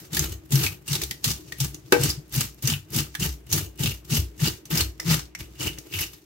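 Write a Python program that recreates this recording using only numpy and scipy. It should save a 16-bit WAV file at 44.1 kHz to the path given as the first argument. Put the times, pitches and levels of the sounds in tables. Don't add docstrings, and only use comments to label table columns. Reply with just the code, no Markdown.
import sys
import numpy as np
from scipy import signal
from scipy.fft import rfft, irfft, next_fast_len
from scipy.io import wavfile
from scipy.ndimage import uniform_filter1d

SR = 44100
rng = np.random.default_rng(int(sys.argv[2]) if len(sys.argv) > 2 else 0)


def materialize(psi):
    bounded = np.clip(np.atleast_2d(psi).T, -1, 1)
    quanta = np.round(bounded * 32767).astype(np.int16)
    wavfile.write(sys.argv[1], SR, quanta)


def ratio(d):
    e = np.asarray(d, float) / 20
    return 10 ** e


N = 275625
TIME = np.arange(N) / SR
QUIETER_FROM_S = 5.8
QUIETER_DB = -4.5

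# bite_s, drag_s, rasp_db at the end of the drag, rub_db of the fish, close_in_s
STROKES = [(0.136, 0.11, -29.5, -38.5, 0.045), (0.519, 0.14, -26, -37.5, 0.034),
           (0.885, 0.081, -28.5, -42, 0.03), (1.246, 0.068, -26.5, -40.5, 0.03),
           (1.603, 0.056, -30, -44, 0.051), (2.015, 0.045, -24, -33.5, 0.14),
           (2.34, 0.076, -25.5, -42.5, 0.042), (2.632, 0.098, -28.5, -44, 0.022),
           (2.937, 0.069, -25, -37.5, 0.048), (3.2, 0.061, -25, -37.5, 0.021),
           (3.52, 0.063, -23.5, -34.5, 0.044), (3.795, 0.082, -26, -37.5, 0.02),
           (4.105, 0.074, -23.5, -36, 0.033), (4.41, 0.075, -24, -34.5, 0.038),
           (4.708, 0.1, -24.5, -36, 0.012), (5.085, 0.061, -23.5, -33.5, 0.084),
           (5.605, 0.073, -27.5, -36.5, 0.034), (5.939, 0.1, -30, -44, 0.062)]
# start_s,
# rasp_db, rub_db, close_in_s
BRUSHES = [(0.0, -38.5, -43, .02), (0.327, -40, -44.5, 0.085), (1.03, -35, -37, 0.057),
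           (1.119, -39.5, -44, 0.082), (1.53, -50, -48, 0.061), (1.75, -47, -47.5, 0.082),
           (1.926, -27, -56, 0.0052), (2.099, -28.5, -39, 0.11), (5.009, -52, -40.5, 0.022),
           (5.245, -61, -60, 0.051), (0.257, -36, -37, .06), (0.727, -40.5, -56, 0.037),
           (1.5, -49, -51, 0.13), (2.455, -36.5, -58, 0.09), (2.592, -51, -63, 0.035),
           (3.469, -47, -60, .01), (3.614, -35, -37.5, 0.047), (3.76, -56, -66, 0.013),
           (3.92, -33.5, -45, 0.055), (4.57, -50.5, -50, .06), (5.195, -38.5, -64, 0.058),
           (5.87, -52, -45, .04), (6.144, -46.5, -60, .06), (0.862, -46, -60, .012), (1.34, -36, -50, .03),
           (5.557, -52, -64, .02), (4.051, -45.5, -66, 0.013), (0.052, -43.5, -63, 0.03),
           (0.46, -54.5, -66, 0.048), (4.665, -50, -49, .015), (5.407, -36.5, -43, 0.042),
           (5.789, -44.5, -41.5, 0.064)]
# time_s, hiss_db
DAMP = [(0.1, -75), (0.42, -70), (0.83, -65), (1.2, -58), (1.44, -58), (1.87, -62), (2.26, -62),
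        (2.56, -75), (2.87, -68), (3.13, -60), (3.43, -65), (3.74, -68), (4.03, -71), (4.35, -65),
        (4.63, -73), (4.97, -66), (5.31, -78), (5.54, -56.5), (5.85, -58), (6.2, -64)]
# time_s, blade_ring_db re rasp
GRIP = [(0.2, -21), (0.65, -6.5), (0.93, -6), (1.28, -13), (1.63, -9.5), (2.05, -8.5), (2.39, -11.5),
        (2.72, -6), (2.98, -11), (3.24, -6), (3.56, -9.5), (3.85, -5), (4.16, -10), (4.45, -8), (4.8, -5),
        (5.12, -7.5), (5.41, -3), (5.52, -3), (5.65, 2.5), (5.94, 1), (6.08, -7)]


def stroke_levels():
    moves = list(STROKES) + [(s, 0, db, rub_db, close) for s, db, rub_db, close in BRUSHES]
    edge = [(s, drag, db, close) for s, drag, db, _, close in moves]
    rub = [(s, drag, rub_db, close) for s, drag, _, rub_db, close in moves]
    damp_db = np.interp(TIME, *np.transpose(DAMP))
    rub_rest_db = -58 + QUIETER_DB * (TIME > QUIETER_FROM_S)
    rasp_db = effort(edge, bite_db=-7, release_db_s=263, rest_db=damp_db)
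    ring_db = effort(edge, bite_db=-10, release_db_s=340, rest_db=-74)
    ring_db = ring_db + np.interp(TIME, *np.transpose(GRIP))
    body_db = effort(rub, bite_db=-2.5, release_db_s=140, rest_db=rub_rest_db)
    return rasp_db, ring_db, body_db


def effort(events, bite_db, release_db_s, rest_db):
    step = 16
    close_in_db, lift_db, lift_s = -30, -6.5, 0.0063
    t, power = TIME[::step], 0
    for s, drag, db, close in events:
        since_lift = t - s - drag
        before = bite_db * (drag > 0) + close_in_db * (s - t) / close
        during = -bite_db * since_lift / max(drag, 1e-6)
        after = -release_db_s * since_lift + lift_db * np.clip(since_lift / lift_s, 0, 1)
        shape = np.where(t < s, before, np.where(since_lift < 0, during, after))
        power = power + ratio(2 * np.maximum(db + shape, -200))
    return 10 * np.log10(np.interp(TIME, t, power) + ratio(2 * rest_db))


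# freq_hz, density_db per Hz
RASP = [(350, -47), (600, -23.5), (849, -0.5), (1030, -23), (1170, -10), (2000, -9.5), (2800, -3.5),
        (3350, -1), (6610, -0.5), (9480, -1.5), (14000, -2), (15800, -1), (16500, -43)]
# freq_hz, width_hz, level_db
BLADE = [(2400, 700, -4), (2880, 163, 8.5)]
# time_s, share_db, tilt_db
ANGLE = [(0.2, -2.5, 0.1), (0.6, -6, 5), (0.93, 1, -0.5), (1.28, 0, -3), (1.63, -5, -0.5), (2.05, -2, -3),
         (2.39, -1.1, -3), (2.69, 0, 3), (2.98, -6, -1), (3.24, 0, -0.5), (3.56, -8, 3), (3.85, -4, 0.6),
         (4.15, -3, 1), (4.45, -4.8, -3), (4.77, -1, -0.7), (5.12, -2.5, -3), (5.65, -5.5, -2.3),
         (6.0, 0.5, -0.3)]
# freq_hz, width_hz
SHEEN = [(5600, 3800), (13000, 3400)]
# time_s, level_db re rasp
DIG = [(0.2, -10.5), (0.62, -13), (0.95, -10), (1.28, -14.5), (1.63, -16.5), (2.05, -11), (2.4, -13),
       (2.7, -11), (2.98, -13.5), (3.24, -15), (3.56, -17), (3.85, -19), (4.15, -17.5), (4.46, -12),
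       (4.78, -10), (5.12, -6.5), (5.65, -12), (6.0, -13.5)]


def rasp(rasp_db, blade_db):
    beat = (clicks(500, 0.97, 0.0021) + 2.3) * (clicks(90, 3.5, 0.004) + 2.5)
    grit = level(pair((N,), 0.062) * beat, -1.4)
    noise = pair((N,), 0.036)

    flecks = 0
    for hz in np.geomspace(1300, 14000, num=11):
        patches = (clicks(30, 5.2, 0.0073) + 0.46) * ratio(2.4 * walk(25))
        flecks = flecks + ring(noise * patches, [(hz, hz / 2.3, 0)]) / np.sqrt(hz)

    sheen = 0
    s, share_db, tilt_db = np.transpose(ANGLE)
    for sign, (hz, width) in zip((-1, 1), SHEEN):
        swell = ratio(np.interp(TIME, s, share_db + sign * tilt_db) + 2 * walk(30))
        band = [(hz, width, 0)]
        hiss = ring(ring(pair((N,), 0.1) * beat, band), band)
        sheen = sheen + swell * level(hiss, -8)

    dig = ratio(np.interp(TIME, *np.transpose(DIG))) * level(ring(noise * beat, [(1580, 1870, 0)]), 0)
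    blade = ring(pair((N,), 0.64) * clicks(150, 0.62, 0.013), BLADE) * ratio(0.5 * walk(22))
    friction = level(colour(grit + level(flecks, -5), RASP), -4)
    return ratio(rasp_db) * (friction + sheen + dig + ratio(blade_db) * level(blade, -3.5))


# start_s, peak_db, pitch_hz, ring_db re crack
BITES = [(0.1303, -18.5, 3720, -3), (0.1458, -14.5, 7300, -6), (0.5062, -34, 7600, 7),
         (0.5196, -13, 6100, -5), (0.8779, -24, 8700, 7), (1.2412, -7.5, 3950, -6), (1.6015, -13, 5660, -3),
         (2.0093, -28, 8350, 10), (2.336, -30.5, 5740, 3), (2.6234, -24.5, 12000, 2),
         (2.9312, -28, 5500, 5), (2.9463, -17, 3370, -8), (3.1996, -24, 7700, 3), (3.4994, -47, 5960, 21),
         (3.5262, -8.5, 6140, 0), (3.7897, -43, 6240, -10), (3.8063, -22.5, 3060, -11),
         (4.0952, -32, 5300, -14), (4.1209, -19.5, 5400, 0), (4.3928, -40, 1910, 11),
         (4.7047, -65, 4120, -4), (5.0977, -26, 4870, 14), (5.5925, -38, 2620, -16), (5.6101, -32, 2940, 8),
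         (5.9239, -35, 2750, 13), (5.937, -25.5, 2740, 12.5)]
SNAPS = [(0.1685, -6.5, 1770, -3.5), (0.192, -11.5, 6600, -1.5), (0.555, -9.5, 5750, -2),
         (0.5896, -16, 4120, 1), (0.6342, -10.5, 2680, -3), (0.6629, -10.5, 2490, 4),
         (0.9295, -10.5, 4030, 0), (0.9522, -10.5, 3680, -2), (1.314, -16.5, 5750, -9),
         (2.034, -10, 8200, 5), (2.1007, -16, 5000, 8.5), (2.4077, -24.5, 7360, 6),
         (2.6535, -24.5, 5840, 10), (2.673, -7, 6300, 1), (2.699, -9.5, 3000, -0.5),
         (2.7357, -23, 2880, 13), (2.961, -10.5, 8940, -0.5), (2.9861, -10, 2880, -3),
         (3.2249, -16, 3000, 4), (3.834, -10, 3000, -2), (4.1682, -29.5, 2950, 19.5),
         (4.4725, -18, 4700, 10), (4.7735, -12, 5060, 6.5), (4.8081, -8.5, 4260, 3),
         (5.1425, -14, 2650, -20), (5.9868, -17, 2200, 5.5), (6.0083, -20, 11500, 9)]
FLICKS = [(1.0166, -8.5, 2340, -14), (1.035, -8.5, 4200, -11), (1.1097, -8.5, 1960, -5),
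          (1.5218, -16, 1900, 2), (1.584, -44, 11300, 22), (1.7443, -23, 6500, 4.5), (1.922, 3, 1550, 2),
          (3.142, -32, 2000, 6), (3.1503, -11, 1750, 1.5), (4.6539, -26.5, 5950, -1),
          (4.999, -19.5, 5430, 9), (4.9995, -26.5, 1960, 12), (5.3493, -30, 5730, 12.5),
          (5.3497, -26, 2120, 11.5), (5.405, -25.5, 2270, 5), (5.7846, -22, 6260, 1)]
POPS = [(0.193, -1.5, 6700, 7), (0.506, -24, 13000, 7), (2.72, -12, 2880, 2), (4.15, -22, 2830, 5),
        (5.061, -22, 3980, 4), (2.108, -9, 5000, 5), (2.407, -5, 7900, 5), (0.87, -26, 8000, 1.5),
        (1.258, -12, 6000, 4), (4.792, -13, 6000, 3), (3.895, -17, 6500, 1.5), (0.912, -17, 2300, 3),
        (2.35, -17, 5000, 1.5), (5.66, -19, 5000, 1.5), (6.035, -20, 5500, 3), (4.74, -16, 4200, 3),
        (3.575, -16, 3800, 3), (0.68, -17, 4500, 1.5), (2.28, -37, 12000, 3), (2.295, -36, 11000, 9),
        (2.545, -31, 12500, 3), (2.904, -25, 11900, 5), (3.466, -34, 13300, 8), (3.515, -12, 6780, 8),
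        (3.757, -36, 12900, 5), (3.776, -30, 13600, 1), (4.458, -18, 5400, 3), (4.703, -24, 12500, 17),
        (5.23, -32, 5000, 11), (5.255, -32, 4500, 6), (5.39, -28, 13000, 7), (3.231, -14, 7260, 9),
        (2.3246, -16.5, 14900, 4)]


def snaps():
    crack, tone, t = np.zeros((2, N)), np.zeros((2, N)), TIME[:3072]
    kinds = ((BITES, 0.1), (SNAPS, 0.048), (FLICKS, 0.028), (POPS, 0.0079))  # table, t60_s
    scales = [(*row, t60) for rows, t60 in kinds for row in rows]
    noise = pair((len(scales), 2, len(t)), 0.022)
    for k, (s, db, hz, ring_db, t60) in enumerate(scales):
        shape = (fade(t, t60) + 0.14 * fade(t, 0.0015)) * np.minimum(t / 0.001, 1)
        broad = shape * noise[:, k, 0]
        add(crack, s, ratio(db) * (1.055 * broad + ring(broad, [(hz, min(2.4 * hz, SR / 3), 3)])))
        narrow = ring(shape * noise[:, k, 1], [(hz, hz / 10.5, 0)])
        add(tone, s, ratio(db + ring_db) * level(narrow, 0) * np.sqrt(np.mean(shape ** 2)))
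    coloured = level(colour(crack, RASP), 0) * np.std(crack)
    return ratio(-19) * coloured + ratio(-14) * tone


# start_s, peak_db
TINGS = [
    (0.255, -33),
    (0.3032, -55),
    (0.3194, -37),
    (0.3344, -41.5),
    (3.657, -42),
]
# freq_hz, level_db, t60_s
EDGE = [(2950, -8, 0.05), (4120, -11, 0.04), (6560, -7, 0.079), (7900, -7.5, 0.045), (9800, -9, 0.05),
        (13900, -8, 0.064), (15100, -12, 0.06)]
# start_s, peak_db
LANDINGS = [
    (1.0149, -26),
    (1.111, -40),
    (1.5206, -33),
    (3.151, -28),
    (4.655, -48),
    (4.998, -24.5),
    (5.35, -37.5),
    (5.778, -36),
]
# freq_hz, level_db, t60_s
KNIFE = [(1826, -11.5, 0.028), (2016, -6, 0.019), (4970, -25, 0.027), (5950, -19, 0.027)]


def knife():
    out, t = np.zeros((2, N)), TIME[:3072]
    rough = 0.51 + 0.8 * uniform_filter1d(pair(t.shape, 0.2), size=60) * np.sqrt(60)
    for s, db in TINGS:
        add(out, s, ratio(db + 17.5) * rough * struck(EDGE, t) * np.minimum(t / 0.0015, 1))
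    for s, db in LANDINGS:
        add(out, s, ratio(db + 16.5) * rough * struck(KNIFE, t))
    return ratio(-14) * out


# freq_hz, width_hz, level_db
BODY = [(314.4, 23.5, 4.5), (366.1, 16.2, 4), (415, 47.4, -4), (540, 620, -19), (950, 12, -27)]


def rubbing(body_db):
    scrub = pair((N,), 0.62) * (clicks(200, 0.53, 0.0094) + 0.41)
    return level(ring(scrub, BODY), -0.35) * ratio(body_db)


# peak_s, peak_db, pitch_hz, t60_s
SHOVES = [(0.136, -30.5, 158, 0.067), (0.175, -35, 156, 0.1), (0.212, -27, 143, 0.14),
          (0.544, -12.5, 134, 0.19), (0.565, -21, 137, 0.12), (0.923, -21, 141.3, 0.16),
          (1.275, -23.5, 137, 0.081), (1.311, -34, 143, 0.07), (1.62, -20.5, 137.4, 0.17),
          (2.005, -24.5, 139, 0.11), (2.049, -19.5, 148, 0.15), (2.382, -17.5, 138, 0.092),
          (2.654, -19, 137, 0.14), (2.727, -24, 145.4, 0.18), (2.965, -21, 138, 0.048),
          (2.998, -26, 145.6, 0.22), (3.227, -21, 169, 0.029), (3.262, -29, 163, 0.11),
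          (3.544, -22, 149, 0.13), (3.596, -28, 138, 0.091), (3.811, -21.5, 145, 0.026),
          (3.852, -20, 150, 0.024), (3.884, -22, 129, 0.051), (4.126, -19, 143, 0.093),
          (4.188, -27, 138, 0.072), (4.434, -15, 147, 0.097), (4.737, -20, 159.6, 0.15),
          (5.068, -23, 150, 0.15), (5.092, -16.5, 159.4, 0.16), (5.116, -17.5, 155, 0.17),
          (5.63, -41, 135, 0.13), (5.67, -35, 139, 0.14), (5.95, -44, 139, 0.13), (5.185, -33, 144, 0.03),
          (1.49, -43, 129, .1),
    (1.86, -44, 130, .1),
    (3.2, -36, 140, 0.055),
    (2.186, -30, 142, 0.083),
    (5.424, -34.5, 62.4, 0.15),
]
# peak_s, peak_db
WALL = [(0.151, -38.5), (0.532, -28.5), (1.271, -35.5), (2.044, -41), (2.372, -32.5), (2.694, -31),
        (2.97, -28.5), (3.543, -39.5), (3.843, -31.5), (4.137, -26.5), (4.45, -33), (4.748, -32.5),
        (5.115, -33)]
# peak_s, upper_db, lower_db, t60_s
ROCKS = [(0.213, -40, -26, 0.2), (0.31, -33, -32, 0.28), (0.531, -37, -55, .1), (0.66, -29.5, -53, .27),
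         (0.967, -34, -57, 0.089), (1.04, -57, -34.5, 0.22), (1.28, -38, -34.5, 0.25),
         (1.63, -38, -36, 0.28), (2.018, -32, -55, .2), (2.086, -29, -29, 0.11), (2.396, -46, -57, .12),
         (2.724, -30, -48, 0.31), (2.979, -29.5, -50, 0.24), (3.04, -53, -42, 0.23),
         (3.273, -52, -24, 0.17), (3.534, -26.5, -50, 0.21), (3.628, -33, -37, 0.24),
         (3.88, -30, -32, 0.26), (4.188, -21, -20, 0.19), (4.816, -28, -25.5, 0.25),
         (5.101, -32, -52, 0.24), (5.671, -41, -27.5, 0.035), (5.964, -30.5, -50, 0.31),
         (6.01, -45, -33.5, .073)]
# freq_hz, width_hz, level_db
DRUM = [(66, 20.2, 0), (97, 30.6, 0.5), (138, 61.7, 0.5)]


def basin(rasp_db):
    shoves, t = np.zeros(N), TIME[:SR // 2]
    wall = [(s, db, 228.8, 0.19) for s, db in WALL]
    upper = [(s, db, 96.2, t60) for s, db, _, t60 in ROCKS]
    lower = [(s + 0.0064, db, 67, t60) for s, _, db, t60 in ROCKS]
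    for s, db, hz, t60 in [*SHOVES, *wall, *upper, *lower]:
        rise = 1.346 / hz + 0.01094
        push = np.sin(np.pi / 2 * np.minimum(t / rise, 1)) ** 2
        swell = push * fade(np.maximum(t - rise, 0), max(t60, 0.03))
        add(shoves, s - rise, ratio(db + 0.5) * swell * np.sin(2 * np.pi * hz * t))
    rumble = level(ring(ring(rng.standard_normal(N), DRUM), DRUM), -12)
    quieter_db = -7 * (TIME > QUIETER_FROM_S)
    return shoves + rumble * ratio(0.74 * rasp_db + quieter_db)


# start_s, peak_db
KNOCK = [
    (1.923, -5),
]
# freq_hz, level_db, t60_s
STEEL = [(368, -3, 0.13), (394, 0.5, 0.17), (480.5, -1.5, 0.25), (670, -12, 0.089), (828, -4.5, 0.19),
         (743, -13, 0.09), (1194, -11, 0.097), (1285, -12, 0.089), (1560, -9, 0.17), (1491, -16, 0.083),
         (1900, -12, 0.13), (2140, -13, 0.076), (2296, -6, 0.11), (2600, -6.5, 0.079)]


def knock():
    out, t = np.zeros((2, N)), TIME[:SR // 2]
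    low = signal.lfilter(*signal.iirpeak(330, 2.5, SR), pair(t.shape, 0.97)) * fade(t, 0.23)
    clang = signal.lfilter(*signal.iirpeak(2000, 0.7, SR), pair(t.shape, 0.37)) * fade(t, 0.052)
    right_t = np.maximum(t - 0.00025, 0)
    modes = np.array([struck(STEEL, t) * ratio(3), struck(STEEL, right_t) * ratio(-2)])
    rough = 1 + 0.26 * uniform_filter1d(pair(t.shape, 0.5), size=200) * np.sqrt(200)
    hit = ratio(-9.5) * rough * modes + ratio(1) * low + ratio(-6) * clang
    for s, db in KNOCK:
        add(out, s, ratio(db) * np.minimum(t / 0.0023, 1) * hit)
    return out


def echoes(x, room_db, room_t60):
    t = TIME[:SR // 2]
    tail = rng.standard_normal((2, len(t))) * fade(t, room_t60)
    tail = ratio(room_db) * tail / np.linalg.norm(tail[0])
    return x + signal.fftconvolve(x, tail, axes=1)[:, :N]


# freq_hz, density_db per Hz
KITCHEN = [(18, -30), (30, -24), (132, 4.5), (248, 4.5), (323, -22), (519, -9), (1030, -13), (2810, -15),
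           (13400, -50), (15200, -45.5), (16500, -47)]
# freq_hz, width_hz, level_db
HUM = [(129, 36, -73), (309, 9.8, -64.5)]


def kitchen():
    mid, side = colour(rng.standard_normal((2, N)), KITCHEN)
    side = signal.sosfilt(signal.butter(2, 400, "high", fs=SR, output="sos"), side)
    air = level(np.array([mid + side, mid - side]), -62)
    hum = sum(level(ring(rng.standard_normal(N), [(hz, width, 0)]), db) for hz, width, db in HUM)
    return air + hum


def level(x, db):
    return x * ratio(db) / np.sqrt(np.mean(x ** 2))


def colour(x, table):
    hz, db = np.transpose(table)
    size = next_fast_len(N)
    f = np.maximum(np.arange(size // 2 + 1) * SR / size, 1)
    gain = ratio(np.interp(np.log(f), np.log(hz), db))
    return irfft(rfft(x, size) * gain, size)[..., :N]


def ring(x, modes):
    return sum((-1) ** k * ratio(db) * signal.lfilter(*signal.iirpeak(hz, hz / width, SR), x)
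               for k, (hz, width, db) in enumerate(modes))


def struck(modes, t):
    return sum(ratio(db) * fade(t, t60) * np.sin(2 * np.pi * hz * t) for hz, db, t60 in modes)


def fade(t, t60):
    return np.exp(-np.log(1000) * t / t60)


def clicks(rate, spread_db, tail_s):
    size_db = spread_db * np.minimum(rng.exponential(size=N), 4)
    slips = (rng.random(N) < rate / SR) * ratio(size_db)
    return signal.lfilter([1], [1, -np.exp(-1 / (tail_s * SR))], slips)


def walk(rate):
    k = int(SR / rate)
    held = np.repeat(rng.standard_normal(N // k + 1), k)
    return 1.75 * uniform_filter1d(held, k)[:N]


def pair(shape, alike):
    mid, side = rng.standard_normal((2,) + shape)
    return np.array([np.sqrt(1 + alike) * mid + sign * np.sqrt(1 - alike) * side for sign in (1, -1)])


def add(track, s, x):
    i = max(int(s * SR), 0)
    track[..., i:i + x.shape[-1]] += x[..., :N - i]


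def lean(db):
    return ratio(np.array([[db], [-db]]))


def scene():
    rasp_db, ring_db, body_db = stroke_levels()
    bright = (rasp(rasp_db, ring_db - rasp_db) + snaps() + knife()) * lean(0.6)
    solid = rubbing(body_db) * lean(1.4) + knock()
    drum = basin(rasp_db) * lean(1.1)
    air = kitchen() * ratio(QUIETER_DB * (TIME > QUIETER_FROM_S))
    return echoes(bright + solid, room_db=-6.5, room_t60=0.19) + drum + air


def band_limit(x):
    return signal.sosfilt(signal.butter(12, 16970, fs=SR, output="sos"), x)


# freq_hz, left_over_right_db
EARS = [(40, -2.3), (125, 1.2), (400, .6), (1000, 2.5), (2000, 0.8), (4000, -1), (8000, -1.5), (13000, 1.8)]
# freq_hz, width_hz, level_db taken out
WORKTOP_DIP = [(58.3, 4.3, 3)]
# freq_hz, width_hz, level_db taken out
MIC_DIP = [(9560, 1130, -6)]


def record(dry):
    ears = [colour(ear, [(hz, sign * db / 2) for hz, db in EARS]) for ear, sign in zip(dry, (1, -1))]
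    dry = np.array(ears)
    dipped = dry - ring(dry, WORKTOP_DIP) - ring(dry, MIC_DIP)
    x = signal.sosfilt(signal.butter(3, 42, "high", fs=SR, output="sos"), dipped)
    x = 1.741 * np.tanh(x / 1.472)
    x = signal.sosfilt(signal.ellip(8, 0.2, 42, 15900, fs=SR, output="sos"), x)
    return band_limit(x)


dry = scene()
out = record(dry)
materialize(out)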